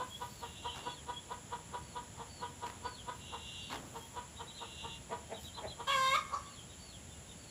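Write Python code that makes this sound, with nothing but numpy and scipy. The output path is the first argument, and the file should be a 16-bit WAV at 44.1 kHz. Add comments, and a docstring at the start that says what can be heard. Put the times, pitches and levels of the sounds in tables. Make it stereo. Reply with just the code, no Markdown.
"""Hen in a farmyard, from the porch

A stereo microphone under a porch roof, in a farmyard among trees. Close by, a hen clucks four or five
times a second (rough harmonics through throat resonances) and sets something hollow ringing; a few low
clucks lead to one loud squawk and a last cluck, and the ground is scuffed now and then. Further off, small
birds whistle, chip and trill (gliding sines), over coloured noise: low air, leaves, insect hiss, rustles."""
import sys
import numpy as np
from scipy import signal
from scipy.fft import rfft, irfft
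from scipy.io import wavfile

SR = 44100
rng = np.random.default_rng(int(sys.argv[2]) if len(sys.argv) > 2 else 0)


def materialize(psi):
    """Save the field psi as 16-bit PCM at rate SR to the path in sys.argv[1].

    A 1-D psi becomes a single channel; in a 2-D psi each row is a channel.
    """
    bounded = np.clip(np.atleast_2d(psi).T, -1, 1)
    quanta = np.round(bounded * 32767).astype(np.int16)
    wavfile.write(sys.argv[1], SR, quanta)


N = 330750
TIME = np.arange(N) / SR


def from_db(db):
    """Amplitude factor of a level in dB."""
    return 10 ** (np.asarray(db) / 20)


def rms_one(x):
    """The same signal scaled to rms 1."""
    return x / np.sqrt(np.mean(x ** 2) + 1e-20)


def columns(rows, at):
    """Every column of a table after the first, joined by straight lines."""
    first, *rest = np.transpose(rows)
    return [np.interp(at, first, column) for column in rest]


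def at_hz(points, hz):
    """A spectrum read on a log-frequency axis."""
    point_hz, values = np.array(points).T[:2]
    return np.interp(np.log(hz + 1), np.log(point_hz), values)


def wobble(rate_hz):
    """Random motion up to about the given rate; rms 1."""
    lowpass = signal.butter(2, rate_hz, fs=SR, output="sos")
    return rms_one(signal.sosfilt(lowpass, rng.standard_normal(N)))


def delayed(x, ms):
    """The same sound a little later."""
    return np.interp(TIME - ms / 1000, TIME, x, 0)


def pan(x, left_db):
    """Level difference between the two sides."""
    return x * from_db([[left_db / 2], [-left_db / 2]])


def place(x, lead_ms, left_db):
    """A source off to one side: a positive lead reaches the left microphone first."""
    return pan(np.array([x, delayed(x, lead_ms)]), left_db)


# how alike diffuse sound is at the two microphones: f/Hz, left-right correlation
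LIKENESS = [(60, 0.98), (250, 0.92), (600, 0.67), (1200, 0), (15000, 0.0061)]


def diffuse(spectrum):
    """Stereo noise of a given colour from all round, most alike on both sides in the bass; rms 1."""
    hz = np.arange(N // 2 + 1) * SR / N
    mid, side = rfft(rng.standard_normal((2, N))) * from_db(at_hz(spectrum, hz))
    alike = np.clip(at_hz(LIKENESS, hz), -1, 1)
    spectra = np.sqrt(1 + alike) * mid + np.sqrt(1 - alike) * side * [[1], [-1]]
    return rms_one(irfft(spectra, N))


# single reflections from roof and walls: delay t/ms, level/dB, left lead t/ms
ECHOES = [(7.107, -26, 0.49), (11.44, -16.5, -0.51), (23.97, -8.5, 0.33), (62, -18.5, -.2)]


def yard(x, near_db, near_t60, far_db, far_t60):
    """Reflections from roof and walls, a quick scatter, then a faint long echo from the trees."""
    t = TIME[:SR]
    tail = 0
    for level_db, t60 in ((near_db, near_t60), (far_db, far_t60)):
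        scatter = rng.standard_normal((2, SR)) * from_db(-60 * t / t60) * (t > .012)
        tail = tail + from_db(level_db) * scatter / np.sqrt(np.sum(scatter ** 2) / 2)
    echoes = sum(from_db(db) * place(delayed(x, ms), lead, 0) for ms, db, lead in ECHOES)
    return echoes + signal.fftconvolve(x[None], tail, axes=1)[:, :N]


# colours of low air, leaves, insect hiss and dry rustles: f/Hz, relative level/dB per Hz
AIR = [(25, -39), (50, -6), (75, 0.5), (130, -3), (200, -6), (300, -12.5), (550, -20.5), (1200, -39),
       (4000, -70)]
LEAVES = [(100, -20), (350, -4), (550, 0.5), (830, -0.5), (1250, -4.5), (1600, -3), (2400, -4.5),
          (3250, -2), (4100, -7), (5500, -10.5), (7200, -59)]
HISS = [(4500, -24.5), (5600, -11), (6300, -8.5), (7000, 2), (7600, 1.5), (8100, -9), (8650, -31),
        (9200, -13.5), (10300, -1.5), (11200, -12.5), (12000, -26), (15500, -20)]
RUSTLE_COLOUR = [(1500, -6), (5000, 5), (8000, 3), (8700, -20), (10000, 4), (15000, 1)]
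# faint dry rustles: peak t/s, half length t/s (to 1/e), level/dB
RUSTLES = [(.28, 0.25, -59), (1.33, .04, -66), (3.16, 0.055, -66), (3.999, .14, -59.5), (5.441, 0.052, -55)]
AIR_DB, LEAVES_DB, HISS_DB = -55, -57, -55


def background():
    """Unsteady low air, a smooth wash of leaves, insect hiss and a few dry rustles."""
    air = from_db(AIR_DB + 1.07 * wobble(12)) * diffuse(AIR)
    leaves = from_db(LEAVES_DB) * diffuse(LEAVES)
    hiss = from_db(HISS_DB) * diffuse(HISS)
    swells = sum(from_db(db) * np.exp(-((TIME - s) / length) ** 2) for s, length, db in RUSTLES)
    rustles = swells * from_db(2.4 * wobble(90)) * diffuse(RUSTLE_COLOUR)
    return pan(air + leaves, left_db=-2.5) + pan(hiss + rustles, left_db=-1.5)


def whistles(rows, contour, length, waver):
    """Nearly pure notes (t/s, f/Hz, level/dB) whose pitch and level all follow one contour."""
    out = np.zeros(N)
    unsteady = 1 + waver * wobble(180)
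    for s, hz, db in rows:
        on = (TIME > s) & (TIME < s + length)
        bend, shape_db = columns(contour, (TIME[on] - s) / length)
        phase = 2 * np.pi * np.cumsum(hz * bend * unsteady[on]) / SR
        out[on] += from_db(db + shape_db) * np.sin(phase)
    return out


# trills: start t/s, length t/s, relative level/dB
TRILLS = [(0.39, 0.53, -50.5), (3.17, 0.58, -47), (4.565, 0.40, -47)]
TRILL_HZ, TRILL_SWEEPS_PER_S = 3335, 33   # mean values; pitch and pace both vary


def trills(sweep_hz, rise_s, fall_s, unevenness, overtone_db):
    """A whistle swept widely up and down some thirty times a second makes a purring trill."""
    out = np.zeros(N)
    pace = 1 + unevenness * wobble(29.3)
    reach = sweep_hz * (1 + 0.0573 * wobble(29.2))
    for s, length, db in TRILLS:
        on = (TIME > s) & (TIME < s + length)
        age = TIME[on] - s
        sweep = reach[on] * np.sin(2 * np.pi * np.cumsum(TRILL_SWEEPS_PER_S * pace[on]) / SR)
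        phase = 2 * np.pi * np.cumsum(TRILL_HZ + sweep) / SR
        shape = from_db(db) * np.tanh(age / rise_s) * np.tanh((length - age) / fall_s)
        out[on] += shape * (np.sin(phase) + from_db(overtone_db) * np.sin(2 * phase))
    return out


# contours of the bird notes: share of the note, ratio to the note's pitch, relative level/dB
SLUR_CONTOUR = [(0, .99, -20), (.17, 1.005, -2), (.45, .99, -9), (.62, .95, -5), (.74, .8, -9),
                (.85, .72, -1), (1, .64, -12)]
CHIP_CONTOUR = [(0, .83, -16), (.2, .96, -3), (.35, 1, 6), (.52, .96, -1), (.66, .8, 0), (1, .79, -9)]
PEEP_CONTOUR = [(0, .97, -20), (.25, 1, 4), (.65, 1, 5), (1, 1.05, -10)]
DIP_CONTOUR = [(0, 1.12, -14), (.25, 1, 4), (.55, .93, 3), (.8, .98, 1), (1, 1.12, -12)]
# long falling whistles: start t/s, relative level/dB
SLURS = [(.275, -52.5), (.81, -50), (1.80, -56), (2.275, -49), (2.82, -47), (3.59, -50), (6.41, -52),
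         (6.775, -50), (7.365, -53)]
# short arched notes: start t/s, top pitch f/Hz, relative level/dB
CHIPS = [(4.352, 3850, -51), (4.458, 3930, -50), (4.527, 4100, -52), (5.323, 3880, -49.5),
         (5.428, 3920, -48), (5.528, 4100, -47), (5.66, 4100, -45.5), (6.44, 3550, -59),
         (6.68, 3880, -57.5), (7.09, 3600, -61), (7.27, 3750, -57)]
# nearly level notes: start t/s, pitch f/Hz, relative level/dB
PEEPS = [(.095, 3320, -48.5), (.865, 3400, -53), (1.123, 3310, -48.5), (3.985, 3240, -59),
         (5.23, 3150, -62), (5.81, 3130, -59)]
# notes that dip and rise again: start t/s, pitch f/Hz, relative level/dB
DIPS = [(.66, 3180, -44.5), (4.56, 3900, -50), (6.565, 3300, -57)]
# every kind of note has its own length; slurs also keep their pitch
SLUR_S, SLUR_HZ, CHIP_S, PEEP_S, DIP_S = .2, 4540, .073, .075, .066


def birds():
    """Small birds further off, so their songs come blurred by the trees."""
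    slurs = [(s, SLUR_HZ, db) for s, db in SLURS]
    song = whistles(slurs, SLUR_CONTOUR, SLUR_S, waver=0.0098)
    song = song + whistles(PEEPS, PEEP_CONTOUR, PEEP_S, waver=0.0068)
    song = song + whistles(CHIPS, CHIP_CONTOUR, CHIP_S, waver=0.0094)
    song = song + whistles(DIPS, DIP_CONTOUR, DIP_S, waver=0.0048)
    purr = trills(sweep_hz=615, rise_s=0.07, fall_s=0.012, unevenness=.12, overtone_db=-13)
    purr = from_db(2.3 * wobble(17)) * purr
    # the triller sits deep in the foliage: its sweeps arrive several times over and overlap
    song = song + from_db(-4) * (purr + delayed(purr, 9.3) + from_db(-6) * delayed(purr, 20.5))
    direct = place(song, lead_ms=0.062, left_db=-4.0)
    blur = yard(song, near_db=1, near_t60=0.082, far_db=-9.5, far_t60=0.34)
    return from_db(-2.5) * (direct + blur)


# scuffs on the ground: start t/s, relative level/dB, decay t/s (to 1/e), dull rumble's relative level/dB
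SCUFFS = [(.745, -43, 0.058, -52), (2.655, -38, .035, -53.5), (3.699, -33, 0.039, -44.5)]
# colours of the grit and of the rumble: f/Hz, relative level/dB per Hz
SCUFF_COLOUR = [(59, -45), (100, -19.5), (345, -22.5), (570, -22), (923, -5), (1320, -12), (7510, -29.5),
                (8170, -28), (8700, -67), (9860, -31), (15000, -41)]
RUMBLE = [(40, -13), (110, -8), (260, 4), (500, -3.5), (1200, -5.5), (4000, -31)]


def scuffs(rise_s, rumble_s):
    """Short gritty bursts of noise, each leaving a dull rumble."""
    grit, rumble = 0, 0
    for s, db, decay, rumble_db in SCUFFS:
        age = np.maximum(TIME - s, 0)
        onset = 1 - np.exp(-age / rise_s)
        grit = grit + from_db(db) * onset * np.exp(-age / decay)
        rumble = rumble + from_db(rumble_db) * onset * np.exp(-age / rumble_s)
    crackle = from_db(3.9 * wobble(180))
    return grit * crackle * diffuse(SCUFF_COLOUR) + rumble * diffuse(RUMBLE)


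# modes of a hollow thing near the hen: f/Hz, relative level/dB, t60 t/s
HOLLOW = [(966, 0, 0.4), (1640, 5, 0.66), (1970, -11, .4)]


def hollow(x):
    """Narrow resonant modes that go on ringing after each cluck."""
    out = 0
    for hz, db, t60 in HOLLOW:
        r = np.exp(-np.log(1000) / (t60 * SR))   # pole radius
        poles = [1, -2 * r * np.cos(2 * np.pi * hz / SR), r * r]
        out = out + from_db(db) * signal.lfilter([1 - r, 0, r - 1], poles, x)
    return out


def voice(pitch, rough, throat, jitter, tremble, flutter_hz, rasp, doubling, count=27):
    """Harmonics of an unsteady syrinx weighed by throat resonances; rms about 1."""
    def response(hz):
        return sum(from_db(db) / (1 + (2 * (hz - centre) / width) ** 2) for centre, width, db in throat)

    shake = wobble(flutter_hz)
    unsteady = 1 + (tremble + jitter * rough) * wobble(flutter_hz)[:len(pitch)]
    phase = 2 * np.pi * np.cumsum(pitch * unsteady) / SR
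    out, power = 0, 0
    for k in np.arange(1, count, .5):
        # a hoarse voice alternates strong and weak cycles, which adds lines halfway between the harmonics
        gain = response(k * pitch) * (doubling * rough if k % 1 else 1)
        grit = rasp * rough * np.roll(shake, rng.integers(N))[:len(pitch)]
        angle = k * phase + k * k
        out = out + gain * (np.cos(angle) + grit * np.sin(angle))
        power = power + gain ** 2 * (1 + (rasp * rough) ** 2) / 2
    return out / np.sqrt(power)


def clucks(rows, throat, fall_s, arch, settle_s, jitter, rasp, doubling, flutter_hz, onset_s):
    """Each cluck bursts out hoarse, catches its pitch as it swells, and shuts off."""
    t = np.arange(-SR // 12, SR // 12) / SR   # time from the peak
    s, db, hz, swell, rough = np.array(rows).T[:, :, None]
    pitch = hz * (1 - arch * np.minimum((t / swell) ** 2, 3))
    hoarse = rough * (1 - .5 * np.tanh(t / settle_s))
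    opening = .65 + .35 * np.tanh((t + .85 * swell) / onset_s)
    slope_s = np.where(t < 0, 1.8 * swell, fall_s)
    shape = from_db(db) * opening * np.exp(-np.abs(t / slope_s) ** 1.6)
    tone = voice(pitch.ravel(), hoarse.ravel(), throat, jitter, 0, flutter_hz, rasp, doubling, count=13)
    notes = shape * tone.reshape(pitch.shape)
    return sum(np.interp(TIME, at + t, note, 0, 0) for at, note in zip(s, notes))


# usual clucks: peak t/s, relative level/dB, swell scale t/s
CLUCKS = [(.020, -35.5, .034), (.225, -36, .013), (.439, -38, .013), (.662, -35.5, .012),
          (.878, -35.5, .018), (1.100, -36, .016), (1.320, -37, .015), (1.534, -35.5, .013),
          (1.753, -36, .016), (1.973, -36.5, .015), (2.215, -42, .029), (2.436, -35.5, .015),
          (2.64, -37, .016), (2.864, -35, .018), (3.094, -35.5, .014), (3.345, -38.5, .015),
          (3.967, -40.5, .017), (4.186, -38, .026), (4.411, -39.5, .013), (4.629, -40.5, .016),
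          (4.854, -39, .014), (5.133, -37.5, .018), (5.589, -42.5, .017), (5.807, -38.5, .014)]
# effort is the energy of a cluck over that of a usual one; more of it makes the voice higher and clearer
USUAL_DB, USUAL_SWELL_S, USUAL_HZ, USUAL_ROUGH = -37, .015, 484, .55
RISE_HZ_PER_DB, CLEARING_PER_DB = 5, .035


def clucking():
    """Pitch and hoarseness of each cluck follow from its effort."""
    s, db, swell = np.transpose(CLUCKS)
    effort_db = db - USUAL_DB + 10 * np.log10(swell / USUAL_SWELL_S)
    hz = USUAL_HZ + RISE_HZ_PER_DB * effort_db
    rough = np.clip(USUAL_ROUGH - CLEARING_PER_DB * effort_db, 0, 1)
    return np.transpose([s, db, hz, swell, rough])


# low chesty clucks: peak t/s
LOW_CLUCKS = [5.124, 5.327, 5.651]
LOW_DB, LOW_SWELL_S, LOW_HZ, LOW_SAG_HZ_PER_S = -36.5, .016, 224, 36
LOW_ROUGH, LOW_ROUGHER_PER_S = .34, .5   # roughness 0-1


def grumbling():
    """The low clucks sink and roughen as they go on."""
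    rows = []
    for s in LOW_CLUCKS:
        age = s - LOW_CLUCKS[0]
        hz = LOW_HZ - LOW_SAG_HZ_PER_S * age
        rows.append((s, LOW_DB, hz, LOW_SWELL_S, LOW_ROUGH + LOW_ROUGHER_PER_S * age))
    return rows


# fixed resonances of the open throat: f/Hz, width f/Hz, relative level/dB
SQUAWK_THROAT = [(539, 240, -23.5), (1205, 290, 4.5), (4620, 530, -20.5), (5700, 250, -14.5),
                 (7260, 910, -23.5), (9900, 2700, -30.5), (13500, 2500, -35)]
# resonances that move as the beak opens: t/s, lower f/Hz, its level/dB, upper f/Hz, its level/dB
BEAK = [(5.87, 1560, -4, 3250, -10.5), (5.925, 2030, 2, 3080, 1.5), (5.975, 1790, -2.5, 3300, -30),
        (6.03, 1780, 0.5, 3700, -16), (6.09, 1910, 1, 3620, -6.5), (6.135, 2210, 2, 3580, -16.5),
        (6.165, 2180, -15, 3570, -7)]
# pushes of effort lift pitch and level and roughen: t/s, half length t/s (to 1/e), rise f/Hz, rise level/dB
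PUSHES = [(5.912, .034, 35, .8), (6.136, .03, 23, 2.5), (6.158, .011, 80, 3)]
# the squawk is one held note that scoops up from below and is hoarse while it catches
SQUAWK_START_S, SQUAWK_END_S, SQUAWK_ATTACK_S, SQUAWK_RELEASE_S = 5.868, 6.174, .011, .014
SQUAWK_DB, SQUAWK_HZ, SQUAWK_ROUGH = -28, 527, .04   # before scoop and pushes
SCOOP_HZ, SCOOP_S, SCOOP_ROUGH, ROUGH_PER_HZ = 45, .014, .8, .0042


def squawk():
    """One long call: harsh start, clear middle, and an upward break at the end."""
    t = np.arange(SQUAWK_START_S, SQUAWK_END_S, 1 / SR)
    age = t - SQUAWK_START_S
    lift_hz, lift_db = sum(np.outer([hz, db], np.exp(-((t - s) / length) ** 2))
                           for s, length, hz, db in PUSHES)
    scoop = np.exp(-age / SCOOP_S)
    pitch = SQUAWK_HZ + lift_hz - SCOOP_HZ * scoop
    rough = np.clip(SQUAWK_ROUGH + ROUGH_PER_HZ * lift_hz + SCOOP_ROUGH * scoop, 0, 1)
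    shape = np.tanh(age / SQUAWK_ATTACK_S) * np.minimum((SQUAWK_END_S - t) / SQUAWK_RELEASE_S, 1)
    low_hz, low_db, high_hz, high_db = columns(BEAK, t)
    throat = SQUAWK_THROAT + [(low_hz, 480, low_db), (high_hz, 550, high_db)]
    tone = voice(pitch, rough, throat, jitter=0.049, tremble=0.0079, flutter_hz=129, rasp=1.0, doubling=0.083)
    return np.interp(TIME, t, from_db(SQUAWK_DB + lift_db) * shape * tone, 0, 0)


# throat resonances of usual and of low clucks: f/Hz, width f/Hz, relative level/dB
CLUCK_THROAT = [(506, 110, -4.5), (998, 300, 5.5), (1227, 147, 0.5), (1510, 120, -4), (1910, 210, -11.5),
                (3260, 1120, -12.5)]
CHEST_THROAT = [(356, 230, -8.5), (603.4, 230, 2), (800, 184, -5), (1632, 1150, -13), (3328, 830, -27)]
# the cluck after the squawk, from the same open throat:
# peak t/s, relative level/dB, pitch f/Hz, swell scale t/s, roughness 0-1
LAST_CLUCK = [(6.343, -27.5, 583.4, .012, 0.38)]


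def hens():
    """Clucks and squawk from beside the porch, with the yard answering."""
    hen = clucks(clucking(), CLUCK_THROAT, fall_s=0.016, arch=.015, settle_s=0.025, jitter=0.0597,
                 rasp=0.96, doubling=0.85, flutter_hz=157.6, onset_s=0.0076)
    low = clucks(grumbling(), CHEST_THROAT, fall_s=0.012, arch=.06, settle_s=0.015, jitter=0.124,
                 rasp=0.84, doubling=0.26, flutter_hz=119, onset_s=0.014)
    last = clucks(LAST_CLUCK, SQUAWK_THROAT, fall_s=0.014, arch=.04, settle_s=0.018, jitter=0.086,
                  rasp=1.44, doubling=0.62, flutter_hz=149, onset_s=0.0098)
    loud = squawk() + last
    direct = place(hen + hollow(hen), lead_ms=.25, left_db=-5.5)
    direct = direct + place(low, lead_ms=0.38, left_db=-4.5)
    direct = direct + place(loud, lead_ms=0.269, left_db=-3)
    answer = yard(hen + low + loud, near_db=-7.5, near_t60=0.27, far_db=-16.5, far_t60=0.97)
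    return direct + pan(answer, left_db=-1.5)


def scene():
    """Air all round, birds in the trees, scuffs on the ground, a hen near the house."""
    ground = pan(scuffs(rise_s=0.014, rumble_s=0.15), left_db=-1.5)
    return background() + birds() + ground + hens()


CUTOFF_HZ = 15500


def record(dry):
    """The top is cut steeply, by an elliptic low-pass."""
    return signal.sosfilt(signal.ellip(10, .2, 70, CUTOFF_HZ, fs=SR, output="sos"), dry)


dry = scene()
out = record(dry)
materialize(out)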